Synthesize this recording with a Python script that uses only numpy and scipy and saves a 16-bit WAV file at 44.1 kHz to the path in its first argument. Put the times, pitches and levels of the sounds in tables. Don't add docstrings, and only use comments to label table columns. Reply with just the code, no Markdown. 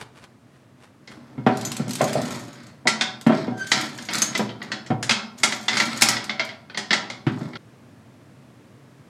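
import sys
import numpy as np
from scipy import signal
from scipy.fft import irfft
from scipy.io import wavfile
from scipy.ndimage import uniform_filter1d

SR = 44100
rng = np.random.default_rng(int(sys.argv[2]) if len(sys.argv) > 2 else 0)


def dump(signal):
    limited = np.clip(np.atleast_2d(signal).T, -1, 1)
    pcm = np.round(limited * 32767).astype(np.int16)
    wavfile.write(sys.argv[1], SR, pcm)


N = 400869

# (time [s], level [dB], treble gain [dB], pitch of the struck hanger [Hz])
CLACKS = [(1.0748, -10, -23, 2195), (2.8714, 18, -22, 2220), (2.877, 12, -10.5, 1990),
          (3.0103, 17, -25, 3460), (3.717, 19.5, -20.5, 1876), (3.986, -3, -23, 1710),
          (4.0868, 6.5, -37, 2200), (4.223, 6, -17, 1720), (4.351, 10.5, -25, 2020),
          (4.4917, -4, -53.5, 2214), (4.617, -1, -65, 1916), (4.7176, 7.5, -27.5, 1917),
          (4.8628, -9.5, -15.5, 1890), (5.0273, 4.5, -7, 1613), (5.0939, 16, -20, 2063),
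          (5.1092, 16.5, -22, 2265), (5.4334, 19.5, -11.5, 2205), (5.5229, 7.5, -17.5, 1920),
          (5.682, 15.5, -25, 2016), (5.731, 8, -28.5, 2110), (5.7695, 13.5, -17, 2170),
          (5.7998, 16.5, -24.5, 2150), (6.0103, 3.5, -3, 1520), (6.02, 19.5, -10.5, 2230),
          (6.0879, 8.5, -11, 2220), (6.1661, 7, -32, 2170), (6.2945, 10, -42, 2160),
          (6.3948, 13, -43, 2180), (6.4909, -3, -39, 2000), (6.6982, -8.5, -52, 1510),
          (6.7454, -2, -48, 2124), (6.7741, 9, -17.5, 2030), (6.9067, 16.5, -37.5, 2030),
          (6.9296, 16.5, -24.5, 1978), (7.1005, 2, -23.5, 2134), (7.533, -10, -59, 1970),
          (7.555, -2.5, -48, 1347)]
# (time [s], level [dB], middle gain [dB], edge gain [dB], boom of the wood [Hz])
KNOCKS = [(1.379, 17, -15, -22, 242), (1.465, 28.5, -3, -4, 237), (1.797, 22, -14, -22, 230),
          (1.872, 18, -19, -38, 223), (2.008, 20.5, 3.5, -1, 619), (2.021, 20.5, 6, -21, 144),
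          (2.154, 20.5, 4, -22, 640), (2.855, 14.5, 3.5, -14, 243), (3.265, 30, -9.5, -9, 246),
          (3.295, 27, -1.5, -9.5, 227), (3.322, 20.5, -7, -4.5, 250), (3.478, 20, -9.5, -17, 246),
          (3.519, 13.5, -9, -30, 213), (4.393, 21.5, -3.5, -5, 425), (4.9035, 27, -6.5, -14.5, 227),
          (7.267, 25, -15, -4.5, 146), (7.41, 15.5, -16, -15.5, 221)]
# (start [s], length [s], level [dB], share of fine hiss [dB], judder [dB])
PUSHES = [(1.1, 0.78, -63.5, -22, -12.5), (1.5, 0.31, -42, -17, -16.5), (1.964, 0.41, -37, 4.5, -11.5),
          (2.46, 0.2, -52, -12, -20.5), (3.315, 0.068, -36.5, -38, -11), (3.568, 0.24, -44, 5.5, -35),
          (3.708, 0.087, -30, -6, -17.5), (3.942, 0.2, -50.5, 9.5, -19.5), (4.09, 0.095, -31.5, -1, -17.5),
          (4.288, 0.11, -42, -17, -17), (4.598, 0.05, -46.5, -30, -10.5), (5.362, .3, -47, 6.5, -19.5),
          (5.7, 0.29, -33.5, -3, -18), (6.03, 0.1, -29.5, -13.5, -21), (7.288, 0.32, -52.5, -5, -10.5)]
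# (time [s], level [dB], ring of the wire [dB])
TICKS = [(1.572, -3, -9), (1.612, -4, -18), (1.6504, 1, 5), (1.718, 3, -35), (1.767, 0.5, -14),
         (1.8805, -8, -18), (1.8936, -4, -18), (1.9083, 2, -15), (1.9338, 0.5, -10), (1.954, 4, -13),
         (2.016, 2, -15), (2.1314, 2.5, -21), (2.5301, -18.5, 1), (2.6344, -23, -20), (2.6678, -20, -12),
         (3.2122, -7.5, -19), (3.269, -5.5, -10), (4.135, 5, -9), (4.1537, 5.5, -10), (4.2192, 12.5, 4),
         (4.377, 3, -10), (4.627, -14, -4), (5.9745, -2.5, -1), (6.012, 8.5, -21), (6.0215, 20.5, -20),
         (6.087, 16, -13), (6.242, -4.5, -18), (6.4494, -10, -20)]
# (multiple of the pitch [1], level [dB])
SQUEAK_PARTIALS = [(1, 0), (2, -17), (3, -19), (4, -19), (5, -30)]
# (time of the peak [s], rise [s], fall [s], level [dB])
STROKES = [(.005, 0.0091, 0.024, -42.5), (.175, 0.021, 0.022, -47.5), (.245, 0.022, 0.0079, -46.5),
           (.56, 0.05, 0.062, -59.5), (.84, 0.026, 0.023, -48), (1.12, 0.02, 0.035, -46)]
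# (time [s], level [dB])
PAPER_SNAPS = [(0.012, -8.5), (.024, -14), (.239, -18.5)]

# (frequency [Hz], level [dB], t60 [s])
RAIL = [(744, -9, 0.27), (963, -4, 0.32), (1360.3, 5, 0.26), (1536, -5, 0.22), (1820, -16, 0.2),
        (2154, 5.5, 0.13), (2913, -10.5, 0.23), (3236, 6.5, 0.17), (3437, -4, 0.353), (4160, -25.5, .35),
        (5160, 0.5, 0.34), (4750, -11, 0.27)]
CABINET = [(116.6, -7, 0.64), (138.3, 0.5, 0.12), (208.9, -3, 0.31), (226.3, -2, .2), (248, -8.5, 0.22),
           (330.3, -4.5, 0.17), (395, -11, .45), (584, -3.5, 0.26), (644.5, -2, 0.2), (752, -1.5, 0.15),
           (966, -20, 0.24)]
HOOK = [(4750, -16, 0.2), (6620, 7, 0.09), (6900, -2.5, 0.043), (7340, -8.5, 0.1), (8600, -10, 0.19),
        (11600, 1, .13), (11700, -7.5, .1)]

# (frequency [Hz], level [dB per Hz])
WOOD = [(30, -54.5), (60, -28), (110, -5.5), (200, 11.5), (450, 5), (900, -4), (2000, 1), (2600, -3),
        (4600, -0.5), (7000, 5), (9500, 1), (12000, -13.5), (16000, -29.5)]
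PANEL = [(30, -51.5), (70, -30), (120, -4.5), (230, -1.5), (420, -3.5), (750, 1.5), (1100, -3), (1800, -7),
         (3500, -18.5), (6000, -34), (10000, -46), (16000, -62.5)]
STEEL = [(100, -24), (700, -13), (2500, -7.5), (4200, -4.5), (6500, -5), (9000, -5.5), (12500, 0.5),
         (16000, -21)]
# (frequency [Hz], level [dB per Hz])
SCRAPE = [(200, -48), (900, -2), (1400, 9.5), (2100, 10), (2700, -1), (3500, 6), (5200, 1.5), (7400, -10.5),
          (10000, -20), (16000, -30.5)]
HISS = [(1500, -17), (5000, -7), (6500, 0), (8800, 8), (10000, -5.5), (11800, -10.5), (14000, -16.5),
        (16000, -39.5)]
JUDDER = [(20, -57), (40, -32), (80, -6), (115, -0.5), (165, -8), (230, 4), (450, -9.5), (680, -9.5),
          (1000, -8), (2000, -18), (5000, -56.5)]
# (frequency [Hz], level [dB per Hz])
PAPER = [(30, -14), (100, 7), (300, 0.5), (1300, 2), (2500, -3.5), (6000, -13), (10000, -16.5),
         (16000, -40)]
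AIR = [(15, -91.5), (25, -60.5), (97, -8.5), (130, 1), (157, -9.5), (242, -5.5), (394, -15.5), (659, -17.5),
       (754, -22), (1260, -22.5), (1370, -25), (1740, -25.5), (3340, -33.5), (9320, -41), (16000, -52.5)]
# (frequency [Hz], t60 [s])
ROOM_T60 = [(100, 1.09), (260, 0.54), (700, 0.71), (1840, 0.39), (4850, 0.38), (8000, 0.28), (13000, 0.18)]

CLACK_BASS_DB, BASS_PER_DB = -9.5, -0.3438
CLACK_RING_DB, RING_PER_TREBLE_DB = -10, -0.07
GRAZE_LEAD_S, GRAZE_DB = 0.0026, -30.5
REBOUND_SCALE_S, REBOUND_DB = 0.006, -19
RAIL_LOAD_SHARE = 0.01
BOOM_T60_S, BOOM_PAIR_RATIO, BOOM_PAIR_DB = 0.11, 1.1, -6.5
KNOCK_RAIL_DB = -34
PUSH_RISE_S, SLOWING_DB_PER_S, STOP_DB_PER_S = 0.034, 13, 126
JUDDER_EXPONENT = 0.58
JANGLE_DB, JANGLES_PER_S = -6, 71
TICK_TOP_DB = -15.5
SQUEAK_S, SQUEAK_DB, SQUEAK_HZ = 3.622, -26, 1552
SQUEAK_SHARP_SHARE, SQUEAK_SETTLE_S = 0.015, 0.018
SQUEAK_HALF_WIDTH_S = 0.016
AIR_REFERENCE_DB = -48
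WARDROBE_CUT_S = 7.575
BAND_LIMIT_HZ = 16200

TIME = np.arange(N) / SR
RING = np.arange(SR) / SR
HZ = np.fft.rfftfreq(4096, 1 / SR)


def clacks():
    out = np.zeros(N)
    for s, db, treble_db, hz in CLACKS:
        blow = np.zeros(SR // 2)
        add(blow, 0, amp(-6.5) * burst(t60=0.077) + burst(t60=0.12))
        rebound_s = REBOUND_SCALE_S * rng.uniform(0.59, 2)
        add(blow, rebound_s, amp(REBOUND_DB) * burst(t60=0.025))

        neighbours = [(hz, -1, 0.04), (hz, -1, 0.04), (1.55 * hz, -3, 0.04), (2.2 * hz, -5, 0.04)]
        hangers = [(hz, 0, 0.05)] + detuned(neighbours, share=0.09)
        ring_gain = amp(CLACK_RING_DB + RING_PER_TREBLE_DB * treble_db)
        add(blow, 0.001, ring_gain * modes(hangers, spread_db=4.5, size=8192))
        loaded_rail = detuned(RAIL, share=RAIL_LOAD_SHARE)
        add(blow, 0.002, amp(-14.5) * modes(loaded_rail, size=SR // 2))
        add(blow, 0.004, amp(-10) * modes(CABINET, size=SR // 2))

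        bass_db = CLACK_BASS_DB + BASS_PER_DB * db
        hardness = read([(450, bass_db), (900, 0), (4500, 0.00062), (9500, treble_db)])
        spectrum = read(WOOD) + hardness
        add(out, s, amp(db) * colour(blow, spectrum))
        graze = colour(burst(t60=0.04), spectrum)
        add(out, s - GRAZE_LEAD_S, amp(db + GRAZE_DB) * graze)
    return out


def knocks():
    out = np.zeros(N)
    for s, db, middle_db, edge_db, hz in KNOCKS:
        lower = np.sin(2 * np.pi * hz * RING)
        upper = amp(BOOM_PAIR_DB) * np.sin(2 * np.pi * BOOM_PAIR_RATIO * hz * RING)
        boom = unit((lower + upper) * amp(-60 * RING / BOOM_T60_S))
        clatter = colour(burst(t60=0.16), read([(200, 4.3), (450, 0.5)]))
        blow = amp(-15.0) * boom
        blow += amp(-12.5) * modes(CABINET, spread_db=7.5)
        blow += amp(-18.0) * modes(RAIL)
        add(blow, 0.001, clatter)
        blow[0] += amp(-11.0)
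        hardness = read([(330, 0), (650, middle_db), (1600, edge_db)])
        body = colour(blow, read(PANEL) + hardness)
        hum = colour(modes(RAIL), read([(2000, 1.5), (4500, -20.5)]))
        add(out, s, amp(db) * (body + amp(KNOCK_RAIL_DB) * hum))
    return out


def sliding(count=4):
    force, fine, shake, slips, jangle = np.zeros((5, N))
    for start, length, db, hiss_db, judder_db in PUSHES:
        one = amp(db) * push(start, length)
        force += one
        fine += amp(hiss_db) * one
        shake += amp(judder_db) * one ** JUDDER_EXPONENT

    for _ in range(count):
        pressure = amp(3.5 * waver(size=700))
        hook_slips = pressure * grains(per_s=350, spread_db=-0.5)
        slips += through(hook_slips, burst(t60=0.022, size=1024))
        touches = grains(per_s=JANGLES_PER_S / count, spread_db=1.0)
        jangle += through(touches, tick(ring_db=-3.5))
    slips = slips + amp(-20.5) * through(slips, modes(RAIL))
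    coarse = grains(per_s=360, spread_db=0.5)
    coarse = coarse + amp(-16) * through(coarse, modes(CABINET))

    grate = force * even(colour(slips, read(SCRAPE)))
    fine_slips = amp(-17.5) * even(colour(slips, read(HISS)))
    hiss = fine * (fine_slips + amp(JANGLE_DB) * even(jangle))
    judder = shake * even(colour(coarse, read(JUDDER)))
    return grate + hiss + judder


def push(start, length):
    t = np.maximum(TIME - start, 0)
    overrun = np.maximum(t - length, 0)
    return np.minimum(t / PUSH_RISE_S, 1) * amp(-SLOWING_DB_PER_S * t - STOP_DB_PER_S * overrun)


def ticks():
    out = np.zeros(N)
    for s, db, ring_db in TICKS:
        add(out, s, amp(db) * tick(ring_db))
    return out


def tick(ring_db):
    wires = modes(detuned(HOOK + HOOK + HOOK, share=0.045), size=8192)
    blow = burst(t60=0.021) + amp(1.5) * burst(t60=0.065) + amp(ring_db) * wires
    return colour(blow, read(STEEL) + read([(8000, 0.008), (12000, TICK_TOP_DB)]))


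def squeak():
    t = TIME - SQUEAK_S
    settling = 0.5 * (1 - np.tanh(t / SQUEAK_SETTLE_S + 1))
    hz = SQUEAK_HZ * (1 + SQUEAK_SHARP_SHARE * settling)
    unsteady = 1 + 0.014 * waver(size=40)
    turns = np.cumsum(hz * unsteady) / SR
    tone = sum(amp(partial_db) * np.sin(2 * np.pi * k * turns) for k, partial_db in SQUEAK_PARTIALS)
    swell = (abs(t) < 0.1) / (1 + (t / SQUEAK_HALF_WIDTH_S) ** 2)
    return amp(SQUEAK_DB) * swell * even(tone)


def paper():
    drag = np.zeros(N)
    for s, rise, fall, db in STROKES:
        distance = np.maximum((s - TIME) / rise, (TIME - s) / fall)
        drag += amp(db) * np.exp(-distance)
    out = drag * even(colour(grains(per_s=3300, spread_db=-1.0), read(PAPER)))
    for s, db in PAPER_SNAPS:
        add(out, s, amp(db) * unit(colour(burst(t60=0.056), read(PAPER))))
    return out


def air():
    settle = 4096
    noise = even(colour(rng.standard_normal(N + settle), read(AIR))[settle:])
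    offset_db = np.interp(TIME, [1, 1.1, 7.5, 7.6], [-4.5, -2.0, -3.0, -1.0])
    return noise * amp(AIR_REFERENCE_DB + offset_db)


def room(x, wet_db, build_s=0.00067, count=4):
    place = TIME / 0.13
    out = x.copy()
    for k in range(count):
        hz, t, z = signal.stft(rng.standard_normal(SR), SR, nperseg=256)
        decay = amp(-60 * t / read(ROOM_T60, hz)[:, None])
        tail = signal.istft(z * decay, SR, nperseg=256)[1][:SR]
        response = unit(tail * (1 - np.exp(-RING / build_s)))
        share = np.cos(np.pi / 2 * np.minimum(abs((place - k) % count - 1), 1))
        out += amp(wet_db) * through(x * share, response)
    return out


def burst(t60, size=8192):
    return unit(rng.standard_normal(size) * amp(-60 * RING[:size] / t60))


def modes(table, spread_db=2, size=SR):
    t = RING[:size]
    shares = amp(spread_db * rng.standard_normal(len(table))) * rng.choice([-1, 1], len(table))
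    out = np.zeros(size)
    for share, (hz, db, t60) in zip(shares, table):
        out += share * amp(db - 60 * t / t60) * np.sin(2 * np.pi * hz * t)
    return unit(out)


def detuned(table, share):
    return [(hz * (1 + share * rng.standard_normal()), db, t60) for hz, db, t60 in table]


def grains(per_s, spread_db):
    sizes = amp(spread_db * np.minimum(rng.exponential(1, N), 4))
    return even(sizes * rng.standard_normal(N) * (rng.random(N) < per_s / SR))


def waver(size):
    return even(uniform_filter1d(uniform_filter1d(rng.standard_normal(N), size), size))


def colour(x, db):
    log_gain = np.log(amp(np.r_[db, db[-2:0:-1]]))
    spectrum = np.exp(np.conj(signal.hilbert(log_gain)))
    return through(x, irfft(spectrum[:len(HZ)]))


def through(x, response):
    return signal.oaconvolve(x, response)[:len(x)]


def read(points, hz=HZ):
    f, value = np.transpose(points)
    return np.interp(np.log(hz + 1), np.log(f), value)


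def add(mix, s, sound):
    part = mix[max(round(s * SR), 0):][:len(sound)]
    part += sound[:len(part)]


def amp(db):
    return 10 ** (np.asarray(db) / 20)


def unit(x):
    return x / np.sqrt(np.sum(x ** 2) + 1e-20)


def even(x):
    return unit(x) * np.sqrt(x.size)


def scene():
    contacts = clacks() + ticks() + sliding() + squeak()
    wardrobe = room(contacts, wet_db=-5.0) + room(knocks(), wet_db=-10.5)
    present = np.clip((WARDROBE_CUT_S - TIME) / 0.003, 0, 1)
    return (wardrobe * present + room(paper(), wet_db=-11.0, count=2) + air())[None]


def record(dry):
    rounded = np.tanh(0.7 * dry) / 0.7
    lean = signal.sosfilt(signal.butter(2, 45, "highpass", fs=SR, output="sos"), rounded)
    band_limit = signal.firwin(511, BAND_LIMIT_HZ, window=("kaiser", 9), fs=SR)
    return signal.oaconvolve(lean, band_limit[None], "same")


dry = scene()
out = record(dry)
dump(out)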